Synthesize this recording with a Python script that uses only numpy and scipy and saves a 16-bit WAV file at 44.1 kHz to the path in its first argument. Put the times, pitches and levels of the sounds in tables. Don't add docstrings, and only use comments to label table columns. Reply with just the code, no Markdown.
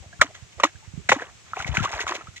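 import sys
import numpy as np
from scipy import signal
from scipy.fft import rfft, irfft
from scipy.io import wavfile

SR = 44100
rng = np.random.default_rng(int(sys.argv[2]) if len(sys.argv) > 2 else 0)


def generate_wav(sig):
    pcm = np.round(np.clip(np.atleast_2d(sig).T, -1, 1) * 32767).astype(np.int16)
    wavfile.write(sys.argv[1], SR, pcm)


def makeup_ratio(level_db):
    decades = np.asarray(level_db, float) / 20
    return 10 ** decades


N = 105840
TIME = np.arange(N) / SR


def lin_log(points, hz):
    f, db = np.transpose(points)
    return np.interp(np.log(np.maximum(hz, 1)), np.log(f), db, left=-90, right=-90)


def unit(x):
    return x / np.sqrt(np.mean(x ** 2) + 1e-20)


def coloured(points, channels):
    hz = np.arange(N // 2 + 1) * SR / N
    white = rfft(rng.standard_normal((channels, N)))
    return unit(irfft(white * makeup_ratio(lin_log(points, hz)), N))


def drift(rate_hz):
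    r = np.exp(-2 * np.pi * rate_hz / SR)
    settled = signal.lfilter([1], [1, -2 * r, r * r], rng.standard_normal(N + SR))[SR:]
    return unit(settled)


def envelope(start_s, attack_s, hold_s, t60_s):
    t = TIME - start_s
    return np.clip(t / attack_s, 0, 1) * makeup_ratio(-60 * np.clip(t - hold_s, 0, None) / t60_s)


def bubbles(start_s, gain, pitch_hz, t60_s, attack_s, rise):
    out = np.zeros(N + SR)
    for start, g, f, d in zip(start_s, gain, pitch_hz, t60_s):
        i = int(start * SR)
        t = np.arange(int(d * SR) + 2) / SR - (start - i / SR)
        t = np.maximum(t, 0)
        swell = (1 - np.exp(-t / attack_s)) * makeup_ratio(-60 * t / d)
        out[i:i + len(t)] += g * swell * np.sin(2 * np.pi * f * t * (1 + rise * t / d))
    return out[:N]


def late(x, lag_s):
    hz = np.arange(N // 2 + 1) * SR / N
    return irfft(rfft(x) * np.exp(-2j * np.pi * hz * lag_s), N)


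def high_pass(x, cut_hz):
    return signal.sosfilt(signal.butter(4, cut_hz, "high", fs=SR, output="sos"), x)


def field():
    # pitch_hz, level_db [dB per Hz]
    hiss_colour = [(150, -4), (1500, -4), (2500, -2), (4800, -7.5), (6600, -3), (8100, -6.5), (8600, -20.5),
                   (15500, -34.5)]
    shared, left, right = coloured(hiss_colour, channels=3)
    alike = 0.061
    hiss = np.sqrt(alike) * shared + np.sqrt(1 - alike) * np.array([left, right])
    return makeup_ratio(-53 + 0.5 * drift(24)) * hiss


def wind():
    # pitch_hz, level_db [dB per Hz]
    rumble_colour = [(15, -68), (25, -11), (59, -7.5), (97, -1.5), (221, -17), (251, -35), (400, -20),
                     (520, -77), (880, -120)]
    # start_s, level_db [peak], pitch_hz, lean_db [left minus right]
    buffets = [(0.002, -33.5, 69, 20), (0.061, -38.5, 90, -1), (0.193, -26, 75.4, 35),
               (0.268, -58, 77.4, 13.0), (0.423, -31, 87, -45), (0.569, -35, 77.8, -27),
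               (0.749, -32.5, 92, -39), (0.797, -49, 75, -21), (0.875, -30.5, 91, -40),
               (0.937, -24.5, 128.4, -42), (0.976, -19.5, 148, -41), (1.051, -39, 99, 5),
               (1.102, -20.5, 212, 3), (1.301, -43.5, 82.5, -44), (1.52, -38.5, 112, -41),
               (1.595, -31.5, 84.5, 19), (1.655, -25.5, 147, 25), (1.69, -14.5, 89, 33),
               (1.719, -20.5, 84, 13), (1.779, -12.5, 153, 28), (1.805, -12, 145, 28),
               (1.831, -22, 113, 27), (1.938, -31, 54, 11), (2.041, -36, 70.4, 19), (2.238, -43, 115, -10),
               (2.284, -31.5, 106, -18)]
    steady_db, gust_db = -57, -21
    out = coloured(rumble_colour, channels=2)
    start_s, level_db, pitch_hz, lean_db = np.transpose(buffets)
    for port, side in enumerate((1, -1)):
        gain = makeup_ratio(level_db + 7 + np.minimum(side * lean_db, 0))
        gusts = sum(g * envelope(s, attack_s=0.025, hold_s=0.013, t60_s=0.13) for s, g in zip(start_s, gain))
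        lumps = makeup_ratio(2.5 * drift(41))
        out[port] *= (makeup_ratio(steady_db) + makeup_ratio(gust_db) * gusts) * lumps
        out[port] += bubbles(start_s, gain * makeup_ratio(5.5), pitch_hz, 3.33 / pitch_hz, attack_s=0.0035, rise=0)
    return high_pass(out, 52.7)


def spray():
    # pitch_hz, level_db [dB per Hz]
    droplet_colour = [(1900, 10.5), (2600, 2.5), (3800, 0.5), (4600, -8), (6700, 0.5), (8100, -12),
                      (8600, -22), (15500, -35)]
    grain_db, own_share = 3.0, 0.75
    shared, left, right = coloured(droplet_colour, channels=3) * makeup_ratio(grain_db * drift(234))
    return shared, own_share * np.array([left, right])


def slosh():
    # start_s, level_db [rms], length_s, bright_db [spray above gurgle]
    surges = [(0.226, -41, 0.036, -14.5), (0.342, -43, 0.003, 7.5), (0.364, -59, 0.03, 5),
              (0.519, -70.5, 0.0096, 23.5), (0.59, -36.5, 0.025, -36), (0.652, -36.5, 0.0095, -4.5),
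              (0.837, -53.5, 0.012, 3), (1.091, -28.5, 0.011, 2), (1.124, -33.5, 0.037, -7),
              (1.177, -34.5, 0.047, -7), (1.231, -48, 0.061, -23), (1.458, -54.5, 0.18, 4),
              (1.552, -34.5, 0.047, 0), (1.602, -35.5, 0.024, 2), (1.64, -37.5, 0.028, -11),
              (1.659, -40, 0.019, 11.5), (1.692, -41, 0.041, -7.5), (1.738, -29, 0.041, -2.5),
              (1.792, -37.5, 0.037, 1.5), (1.819, -32.5, 0.035, 4.5), (1.852, -35.5, 0.062, -6.5),
              (1.912, -33, 0.038, 1.5), (1.953, -34.5, 0.059, -4.5), (1.998, -29.5, 0.0084, 6),
              (2.023, -35, 0.018, -20), (2.069, -30, 0.032, 1), (2.1, -35, 0.037, -10),
              (2.135, -32, 0.019, 4.5), (2.154, -45, 0.06, -3.5), (2.234, -54, 0.058, 3.5),
              (2.359, -66.5, 0.0049, 32.5)]
    flow_power, mist_power = 0, 0
    for start_s, level_db, length_s, bright_db in surges:
        shape = envelope(start_s, attack_s=0.011, hold_s=length_s, t60_s=0.11)
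        flow_power = flow_power + (makeup_ratio(level_db) * shape) ** 2
        mist_power = mist_power + (makeup_ratio(level_db + bright_db - 8) * shape) ** 2

    count, centre_hz, spread_oct, ring_cycles = 2100, 1350, 0.666, 18.8
    uneven_db, tilt_db = 5.5, 3.5
    when, size, sign = rng.random((3, count))
    hz = np.clip(centre_hz * 2 ** (spread_oct * rng.standard_normal(count)), 420, 7000)
    gain_db = -uneven_db * np.log(size * 0.49 + 0.0794) + tilt_db * np.log2(hz / centre_hz)
    gain = makeup_ratio(gain_db) * np.sign(sign - .5)
    swarm = bubbles(when * N / SR, gain, hz, ring_cycles / hz, attack_s=0.00012, rise=0.115)
    return makeup_ratio(-1) * np.sqrt(flow_power) * unit(swarm), np.sqrt(mist_power)


def plops():
    # start_s, level_db [peak], pitch_hz, t60_s
    lone_bubbles = [(.128, -41, 1607, 0.076), (.13, -50.5, 673, 0.12), (0.196, -34, 1350, 0.03),
                    (0.205, -25.5, 1350, 0.039), (0.642, -15, 1270, 0.014), (.599, -17, 1150, 0.035),
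                    (.218, -15, 582, 0.048), (.243, -33.5, 269, 0.064), (.3497, -28, 3170, .008),
                    (.35, -31.5, 1533, .016), (.6, -28, 537, 0.048), (.643, -17.5, 287, 0.052),
                    (.672, -25.5, 1620, 0.017), (0.756, -45, 1570, 0.032), (.826, -47, 842, 0.075),
                    (1.089, -12, 2000, .012), (1.100, -14.5, 706, 0.011), (1.221, -19, 1560, .009),
                    (1.161, -18.5, 261, 0.035), (1.19, -24, 1720, 0.017), (1.197, -25, 1724, 0.027),
                    (1.220, -31.5, 475, 0.07), (1.534, -14.5, 1250, 0.021), (1.571, -26.5, 730, 0.064),
                    (1.594, -28.5, 750, 0.057), (1.603, -19, 1370, 0.026), (1.646, -17.5, 2110, 0.013),
                    (1.794, -24, 1316, 0.077), (1.855, -15, 1112, 0.036), (1.676, -32, 2140, .02),
                    (1.993, -14, 1680, 0.013), (2.106, -35.5, 343, 0.12), (2.18, -42, 316, 0.063),
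                    (2.21, -30, 1243, 0.028), (2.271, -37.5, 1250, 0.043), (2.340, -43, 1350, 0.026)]
    start_s, level_db, pitch_hz, t60_s = np.transpose(lone_bubbles)
    ring = bubbles(start_s, makeup_ratio(level_db + 1.5), pitch_hz, t60_s, attack_s=0.00071, rise=0.15)
    return ring * makeup_ratio(5 * np.tanh(drift(130)))


def pockets():
    # start_s, level_db [peak], pitch_hz, t60_s
    slap_pockets = [(0.213, -26, 2230, 0.01), (0.216, -9, 1650, 0.0062), (0.215, 1, 1218, 0.0097),
                    (0.216, 0, 1720, 0.017), (0.216, -11, 3136, 0.013), (0.218, 2, 1330, 0.011),
                    (0.221, -9, 1770, 0.0066), (0.224, -9.5, 1180, 0.023), (0.637, -20, 1330, 0.032),
                    (0.636, -11.5, 544, 0.041), (0.637, -1.5, 2006, 0.012), (0.637, -8.5, 1220, 0.022),
                    (0.637, -5.5, 2740, 0.0082), (0.639, -7.5, 2560, 0.0083), (0.651, -5.5, 1154, 0.015),
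                    (1.093, 4.5, 1520, 0.0057), (1.093, -8, 734, 0.016), (1.094, -1, 1920, 0.007),
                    (1.096, -6.5, 1880, 0.0094), (1.117, 1.5, 1850, 0.0061), (1.12, -11, 2610, 0.016),
                    (1.119, 0, 1040, 0.018), (1.12, -7.5, 503, 0.017), (1.12, -8, 1426, 0.018),
                    (1.121, -4, 815, 0.017), (1.121, -2, 2070, 0.0095), (1.122, -9.5, 2800, 0.0051),
                    (1.123, -12, 755, 0.036), (1.125, 2.5, 1700, 0.0055), (1.128, -14, 520, 0.054),
                    (1.769, -11.5, 1450, 0.021), (1.77, -2.5, 2270, 0.0081), (1.771, -8.5, 2770, 0.0075)]
    # start_s, level_db [peak], pitch_hz, t60_s
    slosh_bubbles = [(1.741, -18.5, 940, 0.014), (1.75, -16, 680, 0.007), (1.753, -23, 1690, 0.038),
                     (1.789, -24, 1620, 0.03), (1.825, -23, 1540, 0.022), (1.842, -15, 930, 0.025),
                     (1.846, -7, 1210, 0.0049), (1.849, -13.5, 580, 0.0076), (1.875, -19, 1460, 0.013),
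                     (1.932, -24, 2300, 0.0096), (1.931, -9, 1050, 0.0046), (1.936, -20.5, 840, 0.021),
                     (1.996, -19.5, 1440, 0.015), (2.006, -21.5, 2200, 0.013), (2.012, -20.5, 2540, 0.016),
                     (2.066, -23, 1340, 0.023), (2.068, -11.5, 1100, 0.011), (2.075, -22, 1060, 0.025),
                     (2.085, -17, 1690, 0.0087), (2.088, -31, 1810, 0.017), (2.094, -23.5, 1016, 0.035),
                     (2.121, -7, 1060, 0.0073), (2.123, -13.5, 1710, 0.008), (2.156, -25.5, 2300, 0.019)]
    start_s, level_db, pitch_hz, t60_s = np.transpose(slap_pockets + slosh_bubbles)
    return bubbles(start_s, makeup_ratio(level_db + 1.0), pitch_hz, t60_s, attack_s=0.00066, rise=0.088)


def slaps():
    # start_s, level_db [peak],
    # length_s [contact], pitch_hz [pockets]
    contacts = [(0.212, 3.5, 0.0069, 1534), (0.218, -19.5, 0.019, 1200), (0.5983, -15, 0.0051, 2100),
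                (0.022, -44, 0.038, 610), (0.286, -42, 0.028, 633), (0.579, -38, 0.024, 556),
                (0.634, 3, 0.0058, 1050), (0.647, -9, 0.0036, 1180), (1.089, -4, 0.0038, 1860),
                (1.091, -6.5, 0.008, 1654), (1.115, -4, 0.0041, 2005), (1.119, -9, 0.0043, 1510),
                (1.123, -9, 0.00844, 890), (1.7677, -21.5, 0.0028, 2220), (1.768, -12, 0.00328, 1600),
                (1.834, -16.5, 0.0057, 1065), (1.676, -34.5, 0.0119, 600), (2.065, -18.5, 0.0065, 1220),
                (2.1227, -21, 0.0022, 1180)]
    per_contact, ring_cycles = 10, 14.2
    spread_oct, fall_oct = 0.15, 0.13
    rows = np.repeat(contacts, per_contact, axis=0)
    chance = rng.random((2, len(rows)))
    spread = rng.standard_normal((2, len(rows)))
    start_s, level_db, length_s, pitch_hz = rows.T
    when = (np.arange(len(rows)) % per_contact + chance[0]) / per_contact
    hz = pitch_hz * 2 ** (spread_oct * spread[0] - fall_oct * (when - .5))
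    gain_db = level_db - 2.5 - 2.7 * (1 - when) ** 3 + 0.51 * spread[1]
    gain_db = gain_db - 12.5 * (length_s < 0.01)
    gain = makeup_ratio(gain_db) * np.sign(chance[1] - .5)
    ring = bubbles(start_s + length_s * when, gain, hz, ring_cycles / hz, attack_s=0.00016, rise=0.17)

    burst = np.zeros(N)
    for start_s, level_db, length_s, _ in contacts:
        crack = makeup_ratio(-21) * envelope(start_s, attack_s=0.0024, hold_s=length_s, t60_s=0.025)
        tail = makeup_ratio(-37) * envelope(start_s, attack_s=0.0093, hold_s=length_s, t60_s=0.1)
        burst += makeup_ratio(level_db) * (crack + tail)
    return ring, burst


def scene():
    air = wind() + field()
    shared, own = spray()
    gurgle, mist = slosh()
    ring, burst = slaps()
    mist = mist * makeup_ratio(3 * drift(29))
    fine = mist * makeup_ratio(5.5) * high_pass(own, 10000)
    water = high_pass(ring + plops() + pockets() + gurgle, 215) + (burst + mist) * shared
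    ports = np.array([late(water, 0.0001), water])
    banks = makeup_ratio(-15) * np.array([late(water, lag_s) for lag_s in (0.0028, 0.0031)])
    return ports + banks + (burst + mist) * own + fine + air


def top_cut(x):
    return signal.sosfilt(signal.butter(12, 15810, fs=SR, output="sos"), x)


def record(dry):
    limited = np.clip(dry, -1, 1)
    return top_cut(limited)


dry = scene()
out = record(dry)
generate_wav(out)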